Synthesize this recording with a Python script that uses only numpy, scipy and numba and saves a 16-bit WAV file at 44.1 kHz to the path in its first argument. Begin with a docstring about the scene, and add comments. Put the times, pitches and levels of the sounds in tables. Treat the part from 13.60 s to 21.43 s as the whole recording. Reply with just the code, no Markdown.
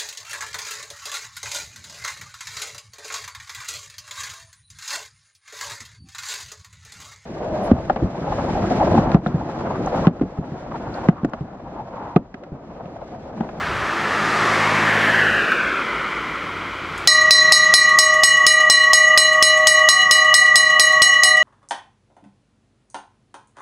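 """Two vehicles rush past a level crossing, one close behind the other, and their tyre roar recedes.
Then a mechanical bell starts up, very close: a hammer hits a steel gong about four times a second,
and its linkage ticks just before each blow. A second gong joins farther off.
A limiter ducks at every blow, so the ring swells up after it."""
import sys
import numpy as np
from scipy import signal
from scipy.fft import rfft, irfft, next_fast_len
from scipy.io import wavfile
from scipy.ndimage import map_coordinates
from numba import njit

SR = 44100
rng = np.random.default_rng(int(sys.argv[2]) if len(sys.argv) > 2 else 0)


def dump_mix(stems):
    """Bounce the given channels to the path in sys.argv[1] as a 16-bit WAV at rate SR."""
    frames = np.atleast_2d(stems).T  # one column per channel
    limited = np.clip(frames, -1, 1)  # hard clip at full scale
    pcm = np.round(limited * 32767).astype(np.int16)
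    wavfile.write(sys.argv[1], SR, pcm)


N = 345303


def from_db(db):
    return 10 ** (np.asarray(db) / 20)


def rms_one(x):
    return x / np.sqrt(np.mean(x ** 2) + 1e-20)


def clock():
    return np.arange(N) / SR


def automation(points):
    """A curve of (time_s, value) at every sample."""
    return np.interp(clock(), *np.transpose(points))


def eq(x, points):
    """Filter by a curve of (freq_hz, gain_db)."""
    size = next_fast_len(N)
    hz, db = np.transpose(points)
    bins = np.maximum(np.fft.rfftfreq(size, 1 / SR), 1)
    gain = from_db(np.interp(np.log(bins), np.log(hz), db))
    return irfft(rfft(x, size) * gain, size)[:N]


def band(x, hz, kind, order=2):
    """Filter, then bring to rms 1."""
    return rms_one(signal.sosfilt(signal.butter(order, hz, kind, fs=SR, output="sos"), x))


def noise(spectrum):
    """Coloured noise without subsonics, rms 1."""
    return band(eq(rng.standard_normal(N), spectrum), 40, "high")


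def drift(rate_hz):
    """Smooth random modulation, rms 1."""
    knots = rng.standard_normal(int(N / SR * rate_hz) + 4)
    return rms_one(map_coordinates(knots, [clock() * rate_hz + 1], order=3))


def bursts(times, levels_db, t60_s):
    """Envelope that jumps at each time and dies away."""
    kicks = np.zeros(N)
    kicks[np.round(np.asarray(times) * SR).astype(int)] = from_db(levels_db)
    return signal.lfilter([1], [1, -from_db(-60 / (t60_s * SR))], kicks + 1e-18)


# Opening gust: time_s, level_db
WIND_LEVEL = [(0, -41), (.2, -33), (.32, -47), (2, -69), (7.8, -67)]

def wind(width=.38):
    """Low buffeting, partly different on each microphone."""
    shared, side = band(rng.standard_normal((2, N)), [55, 120], "band")
    return from_db(automation(WIND_LEVEL)) * (shared + width * side * np.array([[1], [-1]]))


def hum(hz, orders, wander, waver_db=1.5):
    """Engine orders (multiple, level_db) at a slightly unsteady speed."""
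    phase = 2 * np.pi * np.cumsum(hz * (1 + wander * drift(8))) / SR
    return np.sqrt(2) * sum(from_db(db + waver_db * drift(9)) * np.sin(k * phase) for k, db in orders)


# Fader rides for the near engine, distant motor, low drone and street wash: time_s, gain_db
ENGINE_FADER = [(.3, -43), (.6, -33.5), (1.25, -29), (1.7, -32.5), (2.05, -58), (2.6, -70)]
MOTOR_FADER = [(2.6, -70), (2.85, -45.5), (3.3, -46), (3.7, -40.5), (4.2, -52), (7.8, -70)]
DRONE_FADER = [(0, -53), (1.3, -47), (3.3, -47.5), (7.8, -60)]
STREET_FADER = [(0, -30.5), (3.2, -35.5), (3.9, -26.5), (4.6, -34.5), (7.8, -36)]
# Colour of the street wash: freq_hz, gain_db
STREET_SPECTRUM = [(30, -11), (70, -19), (115, -4), (160, 5), (210, -6), (280, -9), (350, -1.5),
                   (450, -10.5), (700, -3.5), (1400, -1.5), (3400, -10.5), (7400, -27.5), (15000, -44)]

def traffic():
    """Engine notes and a low drone over the wash of the street."""
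    engine = hum(53.2, [(2, -5.73), (3, -6), (4, -6.4)], wander=.0095)
    motor = hum(91, [(1, 0), (2, -7)], wander=.02)
    drone = band(rng.standard_normal(N), [48, 63], "band")
    layers = [(engine, ENGINE_FADER), (motor, MOTOR_FADER), (drone, DRONE_FADER),
              (noise(STREET_SPECTRUM), STREET_FADER)]
    return sum(from_db(automation(fader)) * layer for layer, fader in layers)


def resonance(centre_hz, half_width_hz):
    """Narrow noise around a gliding pitch, rms 1."""
    white = rng.standard_normal(N) + 1j * rng.standard_normal(N)
    slow = signal.sosfilt(signal.butter(2, half_width_hz, fs=SR, output="sos"), white)
    return rms_one((slow * np.exp(2j * np.pi * np.cumsum(centre_hz) / SR)).real)


# Colour of tyres on the road: freq_hz, gain_db
ROAD_SPECTRUM = [(35, -42), (60, -14), (76, -13), (103, -12), (130, -30), (153, -15.5), (212, -6.5),
                 (238, -9.5), (480, -5.5), (732, -5), (1780, 8), (3420, -8), (7940, -27.5), (12700, -43),
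                 (16000, -64)]
# Tyres knocking over the rails: time_s, level_over_roar_db
RAIL_KNOCKS = [(1.815, -9), (1.876, -3), (1.919, 6), (1.93, -9)]

def vehicle(pass_by, tread_pitch, body_ratio=.27, clear_lead_s=.29, clearing_s=.054):
    """Body rumble, tyre roar and hiss swell and fade with distance; resonances sink as it goes by."""
    nearest_s, travel_s, rumble_db, roar_db, tread_db, hiss_db, sizzle_db = pass_by
    since_s = clock() - nearest_s
    tread_hz = automation(tread_pitch)
    distance = np.hypot(1, since_s / travel_s)  # 1 when nearest
    doublings = np.log2(distance)
    road = noise(ROAD_SPECTRUM)
    body = .24 * resonance(body_ratio * tread_hz, 55)
    rumble = rms_one(band(road, [120, 880], "band", order=3) + body)
    rumble *= from_db(rumble_db - 6 * doublings)

    roar = from_db(roar_db) * band(noise(ROAD_SPECTRUM), [700, 3500], "band", order=3)
    roar += from_db(tread_db) * resonance(tread_hz, 125)
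    hiss = from_db(hiss_db - 10.5 * doublings) * band(road, 4700, "high", order=3)
    sizzle = from_db(sizzle_db - 22 * doublings) * band(noise(ROAD_SPECTRUM), 11000, "high", order=3)
    knocks = 1 + bursts(*np.transpose(RAIL_KNOCKS), t60_s=.037)
    facing_db = -.5 * since_s / travel_s / distance  # a touch louder on the approach
    screened_db = -np.clip(.5 - (since_s + clear_lead_s) / clearing_s, 0, 1)  # until it is in the open
    flutter_db = .5 * drift(60)
    roar *= knocks * from_db(facing_db + screened_db + flutter_db - 7 * doublings)
    return rumble + roar + hiss + sizzle


# One pass-by per vehicle; travel is the time it takes to cover its nearest distance:
# nearest_s, travel_s, rumble_db, roar_db, tread_db, hiss_db, sizzle_db
PASS_BYS = [(.92, 0.4, -23.5, -26.5, -23, -32, -70), (1.53, .46, -28, -19, -24, -36, -49)]
# Glide of the tread resonance, one curve per vehicle: time_s, pitch_hz
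TREAD_GLIDES = [
    [(.3, 1251), (.75, 1260), (1.0, 1158), (1.4, 1075)],
    [(0, 1608), (.6, 1754), (1.18, 2280), (1.28, 1748), (1.5, 1686), (2.0, 1450), (2.4, 1361), (3.4, 1343)],
]
# Comb from the ground reflection: time_s, notch_spacing_hz, strength_ratio
GROUND_COMB = [(1.1, 1504, 0), (1.4, 1430, 0.1), (1.75, 1220, 0.85), (2.05, 1077, 0.75), (2.35, 941, 0.6),
               (3.4, 977, 0.88)]

def passing_vehicles(lag_turns=.2):
    """The vehicles, combed by a ground reflection whose delay grows as they leave."""
    t = clock()
    direct = sum(vehicle(pass_by, glide) for pass_by, glide in zip(PASS_BYS, TREAD_GLIDES))
    comb_s, *curves = np.transpose(GROUND_COMB)
    spacing_hz, strength = (np.interp(t, comb_s, curve) for curve in curves)
    # At a grazing angle the reflection comes back inverted, dulled and lagging in phase.
    dulled = eq(direct, [(400, 1), (1300, -2.5), (3300, 4), (7000, -58)])
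    lagged = (signal.hilbert(dulled, next_fast_len(N))[:N] * np.exp(-2j * np.pi * lag_turns)).real
    reflection = np.interp(t - 1 / spacing_hz, t, lagged)
    return (direct - strength * reflection) / np.sqrt(1 + strength ** 2)


# Shimmer across the gong modes: pitch_hz, depth_ratio
SHIMMER_DEPTH = [(620, 0), (1150, 0.89), (1930, 0.091), (2900, 1.14)]

def shimmer(t, hz, base_depth_db=3.2, rates_hz=(5, 13), slower_below_hz=3300):
    """Level swings in dB, one row per mode, each at its own rate; low modes swing slowly."""
    pace = np.minimum(hz / slower_below_hz, 1)[:, None]
    rate_hz = pace * rng.uniform(*rates_hz, (len(hz), 1))
    phase = 2 * np.pi * (rate_hz * t + rng.random((len(hz), 1)))
    depth_db = base_depth_db * np.interp(hz, *np.transpose(SHIMMER_DEPTH))[:, None]
    fade_in = np.minimum(t * rates_hz[1], 1)
    return depth_db * np.sin(phase) * fade_in


def struck(times, strengths, hz, t60_s, survives, contact_s, attack_s):
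    """Each blow (a row of mode strengths) adds to the surviving ring, in step with it or against it."""
    starts = np.round(times * SR).astype(int)
    gaps_s = np.diff(starts, append=N) / SR
    t = np.arange(SR // 3) / SR
    poles = 2j * np.pi * hz - np.log(1000) / t60_s
    decays = np.exp(poles[:, None] * t)
    rise = 1 - np.exp(-t / attack_s)
    out, carried = np.zeros(N + len(t)), np.zeros(len(hz))
    for start, gap_s, strength in zip(starts, gaps_s, strengths):
        ring = ((carried[:, None] + strength[:, None] * rise) * decays).imag
        # The next hammer contact chokes the share that is not carried over.
        choked = np.reshape(1 - survives, (-1, 1)) * np.exp(-np.maximum(t - gap_s, 0) / contact_s)
        damping = np.where(t < gap_s, 1, choked)
        out[start:start + len(t)] += (ring * from_db(shimmer(t, hz)) * damping).sum(axis=0)
        carried = (carried + strength) * survives * np.exp(poles * gap_s)
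    return out[:N]


# Partials of the far gong: pitch_hz, relative_db
FAR_MODES = [(747, 9), (1999, 14), (2923, 15), (1118, 12), (4039, 6)]
# The far gong coming through more and more clearly: time_s, gain_db
FAR_FADER = [(4.2, -51), (5, -51), (6, -42.5), (7, -42.5), (7.83, -42)]

def far_gong(start_s=4.22, beat_s=.19, jitter_s=.008, trim_db=7, scatter_db=2, flutter_db=4):
    """A second gong keeps its own quicker beat; only its long partials carry, fluttering on the way."""
    hz, mode_db = np.transpose(FAR_MODES)
    times = np.arange(start_s, N / SR - beat_s / 2, beat_s)
    chance = rng.standard_normal((len(times), len(hz) + 1))
    times += jitter_s * chance[:, 0]
    fader_db = np.interp(times, *np.transpose(FAR_FADER))[:, None]
    strengths = from_db(trim_db + fader_db + mode_db + scatter_db * chance[:, 1:])
    ring = struck(times, strengths, hz, t60_s=2.24, survives=.47, contact_s=.0038, attack_s=.0056)
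    return ring * from_db(flutter_db * drift(28))


# Hammer blows, which cue the linkage, hammer and near gong: start_s, force_db
BLOWS = [(3.4742, .3), (3.7084, .3), (3.922, 0), (4.139, .5), (4.3875, -.6), (4.635, 0), (4.8661, .8),
         (5.0994, .5), (5.3331, .5), (5.5758, .3), (5.8258, .6), (6.0709, -.3), (6.2881, -.8), (6.511, -.2),
         (6.7412, 0), (6.957, -.5), (7.1963, -1.1), (7.4199, -1), (7.6349, -.3)]
# Colour of a lever tick: freq_hz, gain_db
TICK_SPECTRUM = [(300, -23), (1500, 3), (3000, 1.5), (5000, -1.5), (8000, 1.5), (11500, -9), (14500, -37)]

def linkage(lead_s=.096, bounce_s=.045, tick_db=-25, first_tick_db=-38):
    """Before each blow, and once more in rhythm, the lever lifts with a tick, a bounce and a rattle."""
    blows = np.array(BLOWS)[:, 0]
    lifts = np.append(blows, blows[-1] + np.diff(blows).mean()) - lead_s
    lift_db = np.full(len(lifts), tick_db)
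    lift_db[0] = first_tick_db  # the lift from rest is soft and has no bounce
    bounces = lifts[1:] + bounce_s * rng.uniform(.7, 1.3, len(lifts) - 1)
    times = np.append(lifts, bounces)
    level_db = np.append(lift_db, lift_db[1:] - 21)
    ticks = bursts(times, level_db, t60_s=.039)
    rattle = bursts(times, level_db - 9, t60_s=.35)
    return (ticks + rattle) * noise(TICK_SPECTRUM)


# Colours of the contact crack and the housing's dense ring: freq_hz, gain_db
CRACK_SPECTRUM = [(60, -37), (250, -52), (700, 5.5), (1600, -7), (3000, 2), (5200, 8.5), (7000, 8),
                  (10000, -42), (15500, -27)]
HOUSING_SPECTRUM = [(200, -7), (1500, -2), (3200, -19), (5000, 2), (7400, -11), (9500, -9), (11000, -17),
                    (15500, -26)]
# Metallic clank of hammer and housing: pitch_hz, level_db, t60_s
CLANK_MODES = [(2990, -9, .05), (3390, -16, .06), (4962, -18, .18), (5370, -9, .05), (6680, -11, .03),
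               (7397, -33, .3), (8590, -37, .3), (9790, -28, .25), (11030, -39, .3), (12122, -37, .2),
               (12972, -39, .2), (14918, -43, .2)]

def hammer(crack_db=4.5, housing_db=-19.5):
    """The hard contact cracks, and hammer and housing ring briefly."""
    times, force_db = np.transpose(BLOWS)
    crack = bursts(times, crack_db + force_db, t60_s=.018) * noise(CRACK_SPECTRUM)
    clank = sum(bursts(times, db + force_db, t60_s) * np.sin(2 * np.pi * hz * clock())
                for hz, db, t60_s in CLANK_MODES)
    housing = bursts(times, housing_db + force_db, t60_s=.22) * noise(HOUSING_SPECTRUM)
    return crack + clank + housing


# Modes of the near gong, whose close pairs beat: pitch_hz
GONG_PITCHES = [623.85, 1122.65, 1206.7, 1920.8, 1951.6, 2369, 2928.5, 3741, 3883, 4045.5, 4242, 4564, 4802,
                4926, 5140, 5274.5, 5601, 5978, 6580, 6625.5, 6944, 8044, 8067, 8125, 8722, 9449, 9668,
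                11375, 13200, 15143]
# Ring of those modes, in the same order: level_db, t60_s
GONG_RING = [(-16, 25), (-14, 46), (-13, 21), (-4, 2.52), (-3.5, 1.88), (-17.5, 0.62), (-8.5, 1.1),
             (-26, 0.25), (-11, 0.38), (-1, 0.43), (-12, 0.32), (-17.5, 0.2), (-8, 0.13), (-19, 0.41),
             (-20, .3), (-0.5, 0.12), (-12, 0.45), (-25.5, 0.55), (-15.5, 0.49), (-6.5, 0.5), (-33, 0.82),
             (-15, 0.24), (-5, 0.24), (-10.5, 0.25), (-26.5, 0.25), (-20, 0.23), (-8.5, 0.21),
             (-24.5, 0.22), (-30, 0.21), (-35, 0.24)]
# Ring that survives a blow; the hammer stops all but the low modes: pitch_hz, surviving_ratio
RING_SURVIVAL = [(620, .5), (1120, .35), (1900, 0)]
# Tone of the gong before and after the microphone moves: freq_hz, before_db, after_db
MIC_PERSPECTIVES = [(620, -3, -2.5), (1200, -3, -4), (1950, 1.5, 0.5), (2400, 0, -1.5), (2930, -11.5, 0),
                    (3873, 5, -4.5), (4200, 9.5, 0), (5600, 5.5, -0.6), (6600, -0.5, -1), (9000, 1.7, 1.3)]

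def near_gong(move_s=(4.06, 4.45), scatter_db=1.92):
    """The struck steel radiates unevenly, so its tone shifts as the microphone moves round it."""
    times, force_db = np.transpose(BLOWS)
    hz = np.array(GONG_PITCHES)
    mode_db, t60_s = np.transpose(GONG_RING)
    tone_hz, *tones = np.transpose(MIC_PERSPECTIVES)
    before_db, after_db = (np.interp(hz, tone_hz, tone) for tone in tones)
    moved = np.interp(times, move_s, [0, 1])[:, None]
    tone_db = (1 - moved) * before_db + moved * after_db
    blow_db = force_db[:, None] + scatter_db * rng.standard_normal((len(times), len(hz)))
    # Neighbouring modes start in opposite directions, so a pair swells out of a null.
    polarity = (-1) ** np.arange(len(hz))
    strengths = polarity * from_db(mode_db + blow_db + tone_db)
    survives = np.interp(hz, *np.transpose(RING_SURVIVAL))
    return struck(times, strengths, hz, t60_s, survives, contact_s=.0045, attack_s=.0001)


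# Stereo width, as side against mid: freq_hz, side_db
STEREO_WIDTH = [(30, -11), (70, -30), (130, -64), (260, -99), (1000, -38.5), (2000, -29), (8000, -21),
                (15000, -32)]

def scene():
    """Bell, road and wind on two microphones that sit close together and hear almost the same."""
    bell = near_gong() + hammer() + linkage() + far_gong()
    road = passing_vehicles() + traffic()
    quadrature = signal.hilbert(bell + road, next_fast_len(N)).imag[:N]
    side = eq(quadrature, STEREO_WIDTH)
    panned = bell * from_db([[.1], [-.1]]) + road * from_db([[.25], [-.25]])
    return panned + np.array([side, -side]) + wind()


@njit
def limiter_gain(peaks, ceiling, attack, release):
    """The gain drops quickly when the output passes the ceiling and creeps back towards one."""
    gain, g = np.empty(len(peaks)), 1.0
    for i in range(len(peaks)):
        if peaks[i] * g > ceiling:
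            g += attack * (ceiling / peaks[i] - g)
        else:
            g += release * (1 - g)
        gain[i] = g
    return gain


def record(dry, ceiling=.72, attack_s=.00024, release_s=.3, cutoff_hz=15650):
    """A limiter ducks each blow; what slips through is clipped, and the top is cut."""
    attack = 1 - np.exp(-1 / (attack_s * SR))
    gain = limiter_gain(np.abs(dry).max(axis=0), ceiling, attack, 1 / (release_s * SR))
    clipped = np.clip(dry * gain, -.95, .95)
    return signal.sosfilt(signal.ellip(10, .1, 70, cutoff_hz, fs=SR, output="sos"), clipped)


dry = scene()
out = record(dry)
dump_mix(out)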